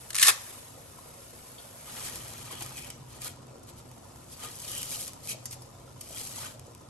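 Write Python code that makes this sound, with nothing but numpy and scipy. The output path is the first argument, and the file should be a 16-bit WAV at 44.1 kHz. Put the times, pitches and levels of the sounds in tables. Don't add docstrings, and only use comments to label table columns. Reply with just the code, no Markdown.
import sys
import numpy as np
from scipy import signal
from scipy.fft import rfft, irfft, next_fast_len
from scipy.io import wavfile

SR = 44100
rng = np.random.default_rng(int(sys.argv[2]) if len(sys.argv) > 2 else 0)


def wav_out(sig):
    wavfile.write(sys.argv[1], SR, np.round(np.clip(np.atleast_2d(sig).T, -1, 1) * 32767).astype(np.int16))


N = 303849
TIME = np.arange(N) / SR

# t/s, level/dB
SNAPS = [(.105, -27), (.131, -31), (.146, -22.5), (.1535, -17), (.164, -22), (.180, -24), (.185, -17.5),
         (.197, -18), (.217, -14), (.227, -6.5), (.231, -9.5), (.238, -18), (.272, -14), (.282, -8),
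         (.288, -14), (.296, -16.5), (.302, -19)]
# f/Hz, width/Hz, gain/dB
STRAND_MODES = [(2440, 240, -4), (3060, 240, 0), (4450, 260, -12)]
# f/Hz, gain/dB
TICK_COLOUR = [(200, -19), (2400, -8.5), (4000, -11.5), (5000, 2), (11000, -1), (16000, -4)]
# f/Hz, gain/dB
WALL_COLOUR = [(130, -7), (300, 2.5), (8000, -0.5), (9800, -19), (16000, -19)]


def breaking():
    snap_colour = [(100, -35), (500, -48), (1000, -15), (1800, -1.5), (5000, 1), (8000, 2), (16000, -7.5)]
    snap_modes = [(1114, 26, -1), (1292, 33, -1), (1770, 79, 4), (2010, 35, -1.5), (2541, 35, -2),
                  (3830, 38, 1), (4190, 60, 3)]
    crunch_colour = [(100, -49), (350, -6.5), (650, -7), (1000, 3), (3000, -8.5)]
    crunch_rise = [(.1, -39), (.265, -14), (.288, -3.5)]
    fractures = volleys(SNAPS, fade_s=.0032, per_s=9000, spread_db=2.2) + splintering()
    cracks = scatter(fractures, near_db=-.5, t60_s=.018, size=128)
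    bright = colour(cracks, snap_colour) + body(cracks, snap_modes)
    crunch = from_db(4) * colour(cracks * from_db(in_time(crunch_rise)[0]), crunch_colour)
    return kitchen(bright + crunch, room_db=-16)


def splintering():
    onset_s, splinter_s, parted_s = SNAPS[2][0], .197, .2972
    rise_db_per_s, fall_db_per_s = 98, 409
    t = TIME - parted_s
    db = np.where(t < 0, -17 + rise_db_per_s * t, -25 - fall_db_per_s * np.minimum(t, .5))
    db -= 6 * (TIME < splinter_s)
    return (TIME > onset_s) * from_db(db + 2 * drift(per_s=220)) * grains(per_s=7000, spread_db=2)


def sliding():
    rustle_colour = [(200, 1), (1700, -24.5), (2600, -9), (4000, -1.5), (8000, 2), (11000, 1), (16000, 7)]
    splash_colour = [(100, -13), (350, -0.5), (600, 0.5), (1300, -1.5), (1650, -2), (2100, -4), (3500, -6),
                     (8000, -45)]
    rim_modes = [(870, 51, -12.5), (1244, 49, -5.5), (1910, 84, -11), (2390, 160, -12.5), (3150, 460, -12),
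                 (4060, 130, -10)]
    rustle_gain, splash_gain = flow()
    scrapes = scatter(grains(per_s=8000, spread_db=3) * from_db(1.66 * drift(per_s=70)), near_db=5)
    drops = scatter(grains(per_s=2000, spread_db=3.5) * from_db(2 * drift(per_s=70)), near_db=3)
    flicks = sum(resonate(grains(per_s=35, spread_db=2), hz, width) for hz, width, _ in STRAND_MODES)
    ends = colour(scatter(grains(per_s=90, spread_db=1.5), near_db=-6), TICK_COLOUR)
    scraping = colour(scrapes, rustle_colour) + body(scrapes, rim_modes)
    patter = colour(drops, splash_colour) + from_db(8.5) * body(drops, rim_modes)
    rustle = rustle_gain * (at_rms(scraping, 4) + at_rms(flicks, -12.5) + at_rms(ends, -4))
    splash = splash_gain * at_rms(patter, 4.5)
    return kitchen(rustle + splash + rubbing(), room_db=-10.5)


def flow():
    handfuls = [(1.85, 2.879, -51.5, -56), (4.377, 5.09, -50, -64), (5.967, 6.483, -49, -66)]
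    clumps = [(2.01, 0.091, -47, -51.5), (2.067, 0.019, -44, -45.5), (2.163, 0.012, -45, -64),
              (2.524, 0.013, -49, -46.5), (2.623, 0.013, -43, -46), (2.782, 0.01, -42, -71),
              (3.144, 0.036, -55, -56.5), (3.255, 0.025, -41, -49.5), (3.691, 0.0086, -49, -63),
              (3.789, 0.01, -54.5, -75), (4.33, 0.026, -51, -73), (4.446, 0.033, -44.5, -49.5),
              (4.75, 0.079, -42, -54.5), (4.934, 0.031, -39.5, -59), (5.027, 0.028, -41.5, -78),
              (5.274, 0.034, -49, -70), (5.307, 0.013, -35.5, -67), (5.531, 0.0099, -46, -54.5),
              (6.19, 0.031, -42, -55), (6.27, 0.014, -44, -71), (6.38, 0.043, -47.5, -53.5),
              (6.436, 0.036, -44.5, -50.5)]
    grip_opens_s, fade_s = .17, .032
    settle_ratio, roundness = 1.12, 1.59
    power = np.zeros((2, N))
    for start_s, end_s, *levels_db in handfuls:
        swell = np.clip((TIME - start_s) / grip_opens_s, 0, 1)
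        fade = np.exp(-np.clip((TIME - end_s) / fade_s, 0, 20))
        power += np.outer(from_db(levels_db), swell * fade) ** 2
    for s, half_s, *levels_db in clumps:
        away = np.maximum(s - TIME, (TIME - s) / settle_ratio) / half_s
        surge = np.exp(-np.minimum(away, 20) ** roundness / 2)
        power += np.outer(from_db(levels_db), surge) ** 2
    return np.sqrt(power)


def rubbing():
    rubs = [(2.567, 0.038, 3150, -52), (2.813, 0.053, 2450, -51), (4.77, 0.057, 3040, -45),
            (5.31, 0.019, 2450, -43.5), (6.15, 0.024, 3140, -51)]
    strands = [(pitch, scatter(grains(per_s=1200, spread_db=3), near_db=2)) for pitch in (.95, 1, 1.05)]
    out = 0
    for s, half_s, hz, db in rubs:
        rings = sum(resonate(slips, hz * pitch, width_hz=100) for pitch, slips in strands)
        swell = np.exp(-((TIME - s) / half_s) ** 2 / 2)
        out += swell * at_rms(resonate(rings, hz, width_hz=700), db)
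    return out


def loose_bits():
    ticks = [(2.778, -51, -23), (2.845, -50, -30), (2.902, -35.5, -26.5), (3.218, -37, -37),
             (5.292, -32, -31), (5.456, -29.5, -50), (5.51, -36, -43), (5.62, -42.5, -46),
             (6.0097, -34, -33)]
    times_s, *levels_db = np.transpose(ticks)
    runs = (volleys(zip(times_s, db), fade_s=.0061, per_s=6000, spread_db=3) for db in levels_db)
    cracks, rings = (scatter(run, near_db=0, t60_s=.018) for run in runs)
    ticking = from_db(1.5) * colour(cracks, TICK_COLOUR) + body(rings, STRAND_MODES)
    return kitchen(ticking + tapping() + clink(), room_db=-3.5)


def tapping():
    impacts = [(2.007, -18), (2.158, -12.5), (2.282, -20), (2.663, -16), (2.795, -21), (2.903, -20),
               (3.219, -17), (3.915, -26), (4.161, -28), (4.819, -13), (4.831, -8), (5.08, -13),
               (5.134, -20.5), (5.274, -13), (6.596, -22), (6.75, -24.5)]
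    clicks = np.zeros(N)
    for s, db in impacts:
        clicks[int(s * SR)] = from_db(db)
    taps = scatter(clicks, near_db=-5)
    return colour(taps, TICK_COLOUR) + from_db(1) * body(taps, STRAND_MODES)


def clink(start_s=1.584, level_db=-49.5):
    partials = [(3278, 2, 0.088), (3570, 2, 0.072), (4447, 0.5, 0.09)]
    t = np.maximum(TIME - start_s, 0)
    return sum(from_db(level_db + db - 60 * np.minimum(t / t60_s, 3)) * np.sin(2 * np.pi * hz * t)
               for hz, db, t60_s in partials)


def water():
    simmer = [(0, -51, -54.5), (.48, -46, -58.5), (.75, -54, -54.5), (1.75, -51, -57.5), (2.05, -47.5, -51),
              (3.45, -70, -52), (4.2, -58, -53.5), (5.8, -62, -54), (6.89, -66, -53.5)]
    hiss_colour = [(300, -10.5), (1200, -1), (4000, -3), (11000, 2), (16000, 3)]
    burble_colour = [(20, -4), (150, 1.5), (370, -2), (520, 2), (850, -1.5), (1380, -5), (1620, -19.5),
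                     (3000, -14.5), (8000, -12.5), (13000, -26)]
    pot_modes = [(68, 9.1, 3.5), (98, 13.5, 1), (116.4, 28.4, 5.5), (226, 25.4, -5)]
    hiss_db, rumble_db = in_time(simmer)
    tiny = scatter(grains(per_s=13000, spread_db=5), near_db=2.5)
    large = scatter(grains(per_s=2500, spread_db=4), near_db=5.5)
    hiss = at_rms(colour(tiny, hiss_colour), hiss_db)
    burble = at_rms(colour(large, burble_colour), -55)
    rumble = at_rms(body(rng.standard_normal(N), pot_modes), rumble_db + .5)
    pops = from_db(-66.5) * colour(grains(per_s=30, spread_db=2), TICK_COLOUR)
    return kitchen(hiss + pops + burble + rumble + plops(), room_db=-5.5)


def plops(fade_s=.006, rise_per_s=4):
    bubbles = [(.986, 1010, -43), (2.509, 1050, -38.5), (4.456, 1180, -39), (5.347, 605, -40),
               (6.106, 620, -39.5), (6.383, 893, -40), (6.445, 1470, -39.5), (6.68, 474, -41.5)]
    out, t = np.zeros(N), TIME[:SR // 10]
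    for s, hz, db in bubbles:
        start = int(s * SR)
        chirp = np.sin(2 * np.pi * hz * t * (1 + rise_per_s * t))
        out[start:start + len(t)] += from_db(db) * np.exp(-t / fade_s) * chirp
    return out


def hob(hum_hz=126):
    hum = [(1.8, -76), (2.6, -52), (3.5, -52.5), (4.6, -67), (5.5, -46.5), (6.1, -60.5), (6.89, -53.5)]
    phase = 2 * np.pi * np.cumsum(hum_hz + 3 * drift(per_s=14)) / SR
    return from_db(in_time(hum)[0] + 1.3 * drift(per_s=6.5)) * np.sin(phase)


def scatter(clicks, near_db, t60_s=.024, size=512):
    blocks, t = np.pad(clicks, (0, -N % size)).reshape(1, -1, size), TIME[:2 * size]
    trains = rng.standard_normal((2, blocks.shape[1], len(t))) * from_db(-60 * t / t60_s) * (t > .0005)
    tails = signal.fftconvolve(blocks, trains / np.linalg.norm(trains, axis=2, keepdims=True), axes=2)
    reflected, near = np.zeros((2, N + SR)), from_db(near_db)
    for k in range(blocks.shape[1]):
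        reflected[:, k * size:k * size + tails.shape[2]] += tails[:, k]
    return (clicks + near * colour(reflected[:, :N], WALL_COLOUR)) / np.hypot(1, near)


def kitchen(x, room_db, t60_s=.44, delay_s=.00046):
    t = TIME[:int(t60_s * SR)]
    envelope = from_db(-60 * t / t60_s) * np.clip(t / delay_s - 1, 0, 1)
    train = rng.standard_normal((2, 2 * SR))[:, :len(t)] * envelope
    echoes = colour(train / np.linalg.norm(train, axis=1, keepdims=True), WALL_COLOUR)
    return x + from_db(room_db) * signal.fftconvolve(x, echoes, axes=1)[:, :N]


def volleys(rows, fade_s, per_s, spread_db):
    clicks, out = grains(per_s, spread_db), np.zeros(N)
    for s, db in rows:
        start = int(s * SR)
        fade = np.exp(-TIME[:min(N - start, SR // 4)] / fade_s)
        run = fade * clicks[start:start + len(fade)]
        run[0] += 3.5
        out[start:start + len(fade)] += from_db(db) * run * np.sqrt(np.sum(fade ** 2) / np.sum(run ** 2))
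    return out


def grains(per_s, spread_db):
    sizes = from_db(spread_db * np.minimum(rng.exponential(1, N), 4))
    return at_rms(sizes * rng.choice([-1, 1], N) * (rng.random(N) < per_s / SR), 0)


def body(x, modes):
    return sum(from_db(db) * resonate(x, hz, width_hz) for hz, width_hz, db in modes)


def resonate(x, hz, width_hz):
    r = np.exp(-np.pi * width_hz / SR)
    feedback = [1, -2 * r * np.cos(2 * np.pi * hz / SR), r * r]
    return signal.lfilter(np.array([1, 0, -1]) * (1 - r * r) / 2, feedback, x)


def colour(x, points, power=1):
    length = x.shape[-1]
    size = next_fast_len(length + 2048)
    hz, db = np.transpose(points)
    gain = from_db(power * np.interp(np.log(np.fft.rfftfreq(size, 1 / SR) + 1), np.log(hz), db))
    return irfft(rfft(x, size) * gain, size)[..., :length]


def drift(per_s):
    knots = rng.standard_normal(8192)
    return np.interp(TIME * per_s, np.arange(len(knots)), knots)


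def in_time(rows):
    s, *columns = np.transpose(rows)
    return [np.interp(TIME, s, column) for column in columns]


def at_rms(x, db):
    return from_db(db) * x / np.sqrt(np.mean(x ** 2) + 1e-20)


def from_db(db):
    return 10 ** (np.asarray(db) / 20)


def scene():
    return breaking() + sliding() + loose_bits() + water() + hob()


def record(dry):
    ports = [(8100, -0.5), (9500, 8), (10500, 11), (11400, 7), (12300, -3), (13500, -20), (16000, -27)]
    port_phase = [(1000, 0), (5000, .27), (8300, 0), (10050, -.5), (11900, -.95)]
    left_bias = [(300, 0), (1200, -1), (2500, -.5), (5500, 4.5), (7500, 4.5), (8800, 0)]
    full_scale, cutoff_hz = .8, 15900
    left, right = colour(dry, ports)
    size = next_fast_len(N + SR)
    turns = np.interp(np.fft.rfftfreq(size, 1 / SR), *np.transpose(port_phase))
    right = irfft(rfft(right, size) * np.exp(-2j * np.pi * turns), size)[:N]
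    pair = np.array([colour(left, left_bias, power=.5), colour(right, left_bias, power=-.5)])
    rounded = full_scale * np.tanh(pair / full_scale)
    return signal.sosfilt(signal.ellip(12, .1, 80, cutoff_hz, fs=SR, output="sos"), rounded)


dry = scene()
out = record(dry)
wav_out(out)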